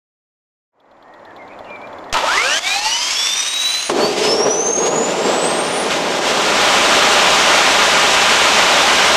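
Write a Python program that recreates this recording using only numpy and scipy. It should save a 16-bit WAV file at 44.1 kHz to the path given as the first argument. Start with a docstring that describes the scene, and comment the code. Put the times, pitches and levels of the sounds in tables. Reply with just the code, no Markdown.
"""Starting a small gas turbine

In a garden, a pump runs, an igniter ticks and a bird sings as the sound fades in. The starter slams
into mesh and winds up the rotor; gear tones and blade whistle are multiples of the shaft frequency.
The fuel lights with a rumble, the whistle climbs and dies away, and the broad roar of the jet takes over."""
import sys
import numpy as np
from scipy import signal
from scipy.fft import rfft, irfft
from scipy.io import wavfile

SR = 44100
rng = np.random.default_rng(int(sys.argv[2]) if len(sys.argv) > 2 else 0)


def master_out(mix):
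    """Clip the mix to full scale and print it as 16-bit PCM to the path in sys.argv[1]."""
    frames = np.transpose(np.atleast_2d(mix))
    ceiling = np.clip(frames, -1, 1)
    pcm = np.round(ceiling * 32767).astype(np.int16)
    wavfile.write(sys.argv[1], SR, pcm)


N = 403956
T = np.arange(N) / SR

# noise spectra of the jet, flame, intake hiss, rasping air, grinding gears, pump and sparks: f/Hz, level/dB
JET_SPECTRUM = [(25, -17.5), (110, -14), (300, -23.5), (550, -1.5), (900, 1.5), (1250, 1), (1800, -2),
                (3000, -1.5), (3900, -4.5), (5000, -14.5), (9000, -27), (12700, -50)]
FLAME_SPECTRUM = [(25, -40), (80, -27), (130, -12.5), (200, -5.5), (290, -0.5), (400, 0), (620, 1),
                  (850, -2.5), (1200, -8.5), (2000, -18.5), (4000, -27)]
HISS_SPECTRUM = [(2800, -21.5), (4500, 3.5), (5800, 4.5), (7500, 0), (9000, -7), (9900, -10), (10400, -24),
                 (12800, -64)]
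RASP_SPECTRUM = [(900, -14.5), (1800, -2), (2800, 2.5), (3700, -0.5), (4700, -7), (7000, -15)]
GRIND_SPECTRUM = [(30, -4), (120, -28), (260, -10), (480, -8.5), (680, -1.5), (1250, 1), (1900, -12),
                  (3500, -21)]
PUMP_SPECTRUM = [(30, -13), (60, -31), (95, -10.5), (135, -16.5), (300, -5), (420, -7), (600, 0),
                 (1000, -4), (1400, -11.5), (2000, -15.5), (2800, -28), (4000, -32.5), (7000, -40),
                 (11000, -56)]
SPARK_SPECTRUM = [(1500, -12), (2800, -6), (3450, 14), (3750, 4), (4100, 8), (4800, -7), (5700, -12),
                  (9000, -31), (12500, -35)]
# strength of the jet: t/s, relative level/dB
JET_LEVELS = [(3.92, -27.5), (4.2, -19.5), (4.22, -18.5), (4.41, -29.5), (5.04, -29.5), (5.11, -24),
              (5.89, -24.5), (5.92, -17.5), (5.98, -24.5), (6.73, -14.5), (7.1, -13.5)]
# flare-ups of the flame: t/s, duration/s, boost/dB
FLAME_FLARES = [(3.916, 0.19, 3), (4.41, 0.091, 2.5), (4.806, 0.92, 2.2)]
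# resonances of the intake: f/Hz, width/Hz, level/dB
INTAKE_RESONANCES = [(570, 97, -15.5), (1350, 900, -21.5), (2440, 280, -18), (2910, 380, -23.5),
                     (3590, 400, -22.5), (3926, 140, -20.5), (4490, 160, -23), (5450, 350, -20.5),
                     (6130, 900, -20), (6910, 230, -20), (8150, 680, -27), (9040, 1100, -32)]
# starter gear tones: multiples of the shaft frequency
MESH_ORDERS = [4.7, 5, 10.2, 12.5, 24, 24, 30, 34, 48]
# resonances of the casing, one for each gear tone: f/Hz, width/Hz, level/dB
CASING_RESONANCES = [(840, 130, -22), (560, 240, -27.5), (1920, 560, -32.5), (1450, 1100, -28.5),
                     (2160, 2400, -22), (5650, 1130, -27.5), (6120, 670, -24), (8050, 5000, -35),
                     (5940, 900, -30)]
# modes of the gearbox: f/Hz, relative level/dB
GEARBOX_MODES = [(711, -3), (894, 2), (980, 1), (1260, 0), (1367, -9), (1879, -7)]
# blows of the starter engaging and of light-off: t/s, body level/dB, decay/s, edge re body/dB
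ENGINE_KNOCKS = [(2.1288, -16, 0.00058, 1.5), (2.127, -35, 0.0087, 16.5), (2.138, -24, 0.0044, 6),
                 (2.1445, -11, 0.0053, -25), (2.172, -18, 0.0019, 2), (3.897, -11.5, 0.0065, -9)]
# spurts of hiss from the intake: t/s, duration/s, level/dB
INTAKE_SPURTS = [(4.846, 0.048, -23.5), (6.257, 0.053, -22.5)]
# the level dips briefly, then recovers: t/s, depth/dB, recovery/s
LEVEL_DIPS = [(2.595, 10.5, 0.068), (2.797, 5.5, 0.052), (2.97, 1.5, 0.093), (3.875, 1, 0.015),
              (6.195, 3.5, 0.046)]
# dull knocks of the pump: t/s, level/dB
PUMP_THUDS = [(1.607, -19.5), (1.708, -22.5)]
# bird notes: t/s, duration/s, start f/Hz, middle f/Hz, end f/Hz, level/dB, hoarseness (0-1)
BIRD_NOTES = [(1.02, 0.19, 1760, 1880, 1910, -39, 0.13), (1.25, .1, 1950, 1750, 1800, -37, 0.2),
              (1.37, 0.095, 2200, 2130, 2000, -34.5, 0.16), (1.478, .082, 2310, 2390, 2480, -37.5, .55),
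              (1.635, .076, 2850, 2760, 2980, -42, .4), (1.673, .13, 2360, 2360, 2210, -30.5, 0.14),
              (1.81, 0.058, 2250, 2350, 2400, -33, .08), (2.057, .093, 1840, 1850, 1900, -41, .2)]

CRANK_S, WHINE_S = 2.136, 2.215  # the starter engages; the rotor is fast enough to whine
LIGHT_S, CUTOUT_S = 3.892, 4.644  # the fuel lights; the starter stops driving
FREE_HZ, GOVERNED_HZ = 303.2, 800  # shaft frequency: the starter's free speed, the turbine's limit


def exhaust(flame_db=-18.5, cold_hz=355.2, hot_hz=499.7, heating_s=.6):
    """Combustion and jet noise: the flame's resonance rises as the gas heats, and the jet outgrows it."""
    jet_db = np.interp(T, *np.transpose(JET_LEVELS))
    flare_db = sum(db * arch(s, length) for s, length, db in FLAME_FLARES)
    settle_db = 2.5 * ramp(6.66, .73)  # the flame quietens once the engine is at speed
    unsteady = 1 - .75 * ramp(4.92, .7)
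    ring_hz = hot_hz - (hot_hz - cold_hz) * decay(LIGHT_S, heating_s)
    flame = undb(-1.46) * noise(FLAME_SPECTRUM) + undb(-4) * unsteady * narrowband(ring_hz, 97)
    flame *= undb(flame_db + flare_db - settle_db + 1.2 * unsteady * walk(64))
    jet_gain = undb(1.1 + jet_db + .073 * walk(6.5))
    thrust = ramp(4.7, .98)  # a thin rasp of air fills out into a broad roar
    roar = np.sqrt(thrust) * noise(JET_SPECTRUM)
    rasp = np.sqrt(1 - thrust) * undb(-4.5) * noise(RASP_SPECTRUM)
    intake_hiss = undb(-10 + .83 * jet_db + .5 * walk(60)) * noise(HISS_SPECTRUM)
    surge = undb(1.54 * unsteady * walk(32))
    return jet_pipe(flame + jet_gain * (roar + rasp) + intake_hiss) * surge * ramp(LIGHT_S, .0038)


def jet_pipe(x, delay_s=.00488, reflection=.26):
    """Comb filtering: one echo along the pipe interferes with the direct sound at low frequencies."""
    lows = signal.sosfilt(signal.butter(1, 1800, fs=SR, output="sos"), x)
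    return x + reflection * np.interp(T - delay_s, T, lows)


def shaft(spinup_s=.767, assist_hz_per_s=191.5, solo_hz_per_s=98.4, growth_s=1.02):
    """Shaft frequency: it levels off on the starter, climbs with the flame's help, then runs away."""
    cranked = -FREE_HZ * np.expm1(-(np.clip(T, CRANK_S, LIGHT_S) - CRANK_S) / spinup_s)
    assisted = assist_hz_per_s * (np.clip(T, LIGHT_S, CUTOUT_S) - LIGHT_S)
    solo = solo_hz_per_s * growth_s * np.expm1(np.maximum(T - CUTOUT_S, 0) / growth_s)
    return np.minimum(cranked + assisted + solo, GOVERNED_HZ)


def compressor(shaft_hz, blades=15, top_hz=10200, edge_hz=500):
    """The blade-passing tone, with a skirt of turbulence, swells in each resonance of the intake."""
    hz = blades * shaft_hz
    power = sum((undb(db) * resonance(hz, centre, width)) ** 2
                for centre, width, db in INTAKE_RESONANCES)
    whistle = tone(hz, flutter_db=3, wander_hz=15.5)
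    turbulence = undb(-10) * ramp(LIGHT_S, .3) * narrowband(hz, 550)
    rolloff = np.clip((top_hz - hz) / edge_hz, 0, 1)
    return np.sqrt(power) * rolloff * (whistle + turbulence) * ramp(WHINE_S, .017)


def starter(shaft_hz, jitter=.0055):
    """Gear-mesh tones sweep through casing resonances, over grinding and rushing air, until light-off."""
    gears = 0
    for order, (centre, width, db) in zip(MESH_ORDERS, CASING_RESONANCES):
        mesh_hz = order * shaft_hz
        mesh = tone(mesh_hz, flutter_db=2.8, wander_hz=jitter * mesh_hz)  # the shaft turns unevenly
        gears += undb(db) * resonance(mesh_hz, centre, width) * mesh
    speed = shaft_hz / FREE_HZ
    hiss_db = -25 - 10.5 * (2 * speed - 1) ** 2  # the motor's power peaks at half speed
    wake = undb(hiss_db - 1) * narrowband(MESH_ORDERS[4] * shaft_hz, 530)  # turbulence round one tone
    rush = undb(-18.5 - 20 * speed) * noise(GRIND_SPECTRUM)
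    rush += undb(-22 - 4 * speed) * noise(RASP_SPECTRUM)
    rush += undb(hiss_db) * noise(HISS_SPECTRUM)
    meshed_s = CRANK_S + .04  # the gears clash until now, then run slack for a moment
    clash = undb(1 - ramp(meshed_s, .01) - 2 * arch(meshed_s, .1))
    judder = undb(.66 * walk(29.44) + 1.2 * walk(350))
    buzz = undb(hiss_db - 7) * tooth_buzz(shaft_hz * (1 + jitter * walk(40)))
    whine = (gears + wake + buzz) * ramp(WHINE_S, .023)
    cranking = ramp(CRANK_S, .0043) * (1 - ramp(LIGHT_S, .037))
    return (whine + rush * clash) * judder * cranking


def tooth_buzz(shaft_hz):
    """Periodic excitation: the same tooth roughness returns every turn, giving shaft harmonics."""
    teeth = rng.standard_normal(128)
    turn = np.cumsum(shaft_hz) / SR % 1
    roughness = np.interp(turn * len(teeth), np.arange(len(teeth)), teeth)
    return unit(colour(roughness, HISS_SPECTRUM))


def knocks(thump_db=-19, thump_s=.032):
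    """Impacts are broadband, with a dull body and a bright edge; engagement adds a pressure step."""
    body = noise(GRIND_SPECTRUM)
    edge = unit(noise(RASP_SPECTRUM) + noise(HISS_SPECTRUM))
    blows = sum(undb(db) * (T >= s) * decay(s, decay_s) * (body + undb(edge_db) * edge)
                for s, db, decay_s, edge_db in ENGINE_KNOCKS)
    age = np.maximum(T - ENGINE_KNOCKS[0][0], 0) / thump_s
    return blows + undb(thump_db) * (age > 0) * (1 - age / 2) * np.exp(-age)


def gearbox(ring_db=-19, ring_s=.21, width_hz=35):
    """Forced vibration: clashing teeth excite the gearbox's modes until they run smoothly."""
    modes = sum(undb(db) * narrowband(np.full(N, hz), width_hz) for hz, db in GEARBOX_MODES)
    return undb(ring_db) * unit(modes) * ramp(CRANK_S, .005) * decay(CRANK_S, ring_s)


def intake_spurts():
    """Flow noise: the intake stream breaks up for a moment as the rotor gathers speed."""
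    swell = sum(undb(db) * arch(s, length) for s, length, db in INTAKE_SPURTS)
    return swell * unit(noise(RASP_SPECTRUM) + .77 * noise(HISS_SPECTRUM))


def pump(rush_db=-32.5, knock_hz=620, knock_s=.0048):
    """Steady broadband noise with a thin high whine; each dull knock is a damped oscillation."""
    out = undb(rush_db) * noise(PUMP_SPECTRUM) + undb(-70) * tone(7080, flutter_db=1, wander_hz=60)
    t = T[:2048]
    knock = np.exp(-t / knock_s) * np.sin(2 * np.pi * knock_hz * t)
    for s, db in PUMP_THUDS:
        i = int(s * SR)
        out[i:i + len(t)] += undb(db) * knock
    return out


def igniter(first_s=.7993, period_s=.05647, decay_s=.0059):
    """A pulse train: each spark is a short crack filtered by the casing, repeated until light-off."""
    number, age = np.divmod(np.maximum(T - first_s, 0), period_s)
    even = ramp(1.3, .53)  # every second spark is weak at first; then all settle at a middling level
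    drop_db = 11 * (number % 2) * (1 - even) + 7 * even
    scatter_db = rng.standard_normal(256)[number.astype(int)]
    cracks = undb(-35 - drop_db + scatter_db) * np.exp(-age / decay_s) * noise(SPARK_SPECTRUM)
    return cracks * (T > first_s) * (T < LIGHT_S)


def bird(echo_db=-8, echo_s=.05, rasp_hz=230):
    """Whistled glides, made hoarse by frequency modulation; scattering in the garden adds a tail."""
    song, quiver = np.zeros(N), rasp_hz * walk(500)
    for s, length, start, middle, end, db, hoarseness in BIRD_NOTES:
        u = np.linspace(0, 1, int(length * SR))
        span = slice(int(s * SR), int(s * SR) + len(u))
        glide_hz = np.polyval(np.polyfit([0, .5, 1], [start, middle, end], 2), u)
        phase = 2 * np.pi * np.cumsum(glide_hz + hoarseness * quiver[span]) / SR
        song[span] += undb(db) * np.sin(np.pi * u) * np.sin(phase)
    tail = rng.standard_normal(8192) * np.exp(-T[:8192] / echo_s)
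    return song + undb(echo_db) * signal.fftconvolve(song, tail / np.linalg.norm(tail))[:N]


def tone(hz, flutter_db, wander_hz):
    """A rotor tone under random frequency and amplitude modulation; it dips further than it swells."""
    phase = 2 * np.pi * np.cumsum(hz + wander_hz * walk(260)) / SR
    shake = np.minimum(walk(30) + walk(110), 2)
    return unit(np.sin(phase) * undb(flutter_db * shake))


def resonance(hz, centre_hz, width_hz):
    """Band-pass gain for a tone at hz; the width is taken at half power."""
    return 1 / np.sqrt(1 + (2 * (hz - centre_hz) / width_hz) ** 4)


def narrowband(hz, width_hz):
    """Slow noise modulates a carrier, giving a band whose centre can move."""
    pole = np.exp(-np.pi * width_hz / SR)
    slow = rng.standard_normal(N) + 1j * rng.standard_normal(N)
    for _ in range(2):
        slow = signal.lfilter([1 - pole], [1, -pole], slow)
    return unit((slow * np.exp(2j * np.pi * np.cumsum(hz) / SR)).real)


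def noise(spectrum):
    """Gaussian noise of the given spectrum, at rms 1."""
    return unit(colour(rng.standard_normal(N), spectrum))


def colour(x, spectrum):
    """Filter by points of f/Hz, level/dB, falling away steeply outside them."""
    hz, db = np.transpose(spectrum)
    f = np.maximum(np.arange(N // 2 + 1) * SR / N, 1)
    skirt = np.minimum(f / hz[0], 1) ** 2 * np.minimum(hz[-1] / f, 1) ** 4
    return irfft(rfft(x) * undb(np.interp(np.log(f), np.log(hz), db)) * skirt, N)


def walk(rate):
    """Random fluctuation of spread 1, through `rate` points a second."""
    points = rng.standard_normal(4096)
    return 1.224 * np.interp(T * rate, np.arange(len(points)), points)


def ramp(start, length):
    """Linear rise from 0 to 1."""
    return np.clip((T - start) / length, 0, 1)


def arch(start, length):
    """Half-sine swell from 0 to 1 and back."""
    return np.sin(np.pi * ramp(start, length))


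def decay(start, decay_s):
    """1 until the start, then exponential decay."""
    return np.exp(-np.maximum(T - start, 0) / decay_s)


def undb(db):
    """Decibels to amplitude ratio."""
    return 10 ** (np.asarray(db) / 20)


def unit(x):
    """Scale to rms 1."""
    return x / np.sqrt(np.mean(x ** 2))


def scene():
    """Superposition: one shaft drives the engine's tones, and the engine masks the quieter sources."""
    shaft_hz = shaft()
    engine = starter(shaft_hz) + compressor(shaft_hz) + exhaust() + intake_spurts() + knocks() + gearbox()
    duck_db = sum(depth * ramp(s, .0016) * (1 - ramp(s + .012, recovery))
                  for s, depth, recovery in LEVEL_DIPS)
    pumping = pump() * undb(-9 * ramp(CRANK_S, .2))
    fade_in = ramp(.72, 1.22)
    return ((engine * undb(-duck_db) + pumping + igniter() + bird()) * fade_in)[None]


def record(dry, mirror_hz=8000, ceiling=.92, top_hz=12750):
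    """Distortion in a camcorder: a faint mirror image of the treble, soft clipping and a band limit."""
    treble = signal.sosfilt(signal.butter(4, 2600, "high", fs=SR, output="sos"), dry)
    mirror = treble * np.cos(2 * np.pi * 2 * mirror_hz * T)
    heard = dry + undb(-17) * mirror
    rounded = heard / (1 + (heard / ceiling) ** 4) ** .25
    return signal.sosfilt(signal.ellip(10, .2, 80, top_hz, fs=SR, output="sos"), rounded)


dry = scene()
out = record(dry)
master_out(out)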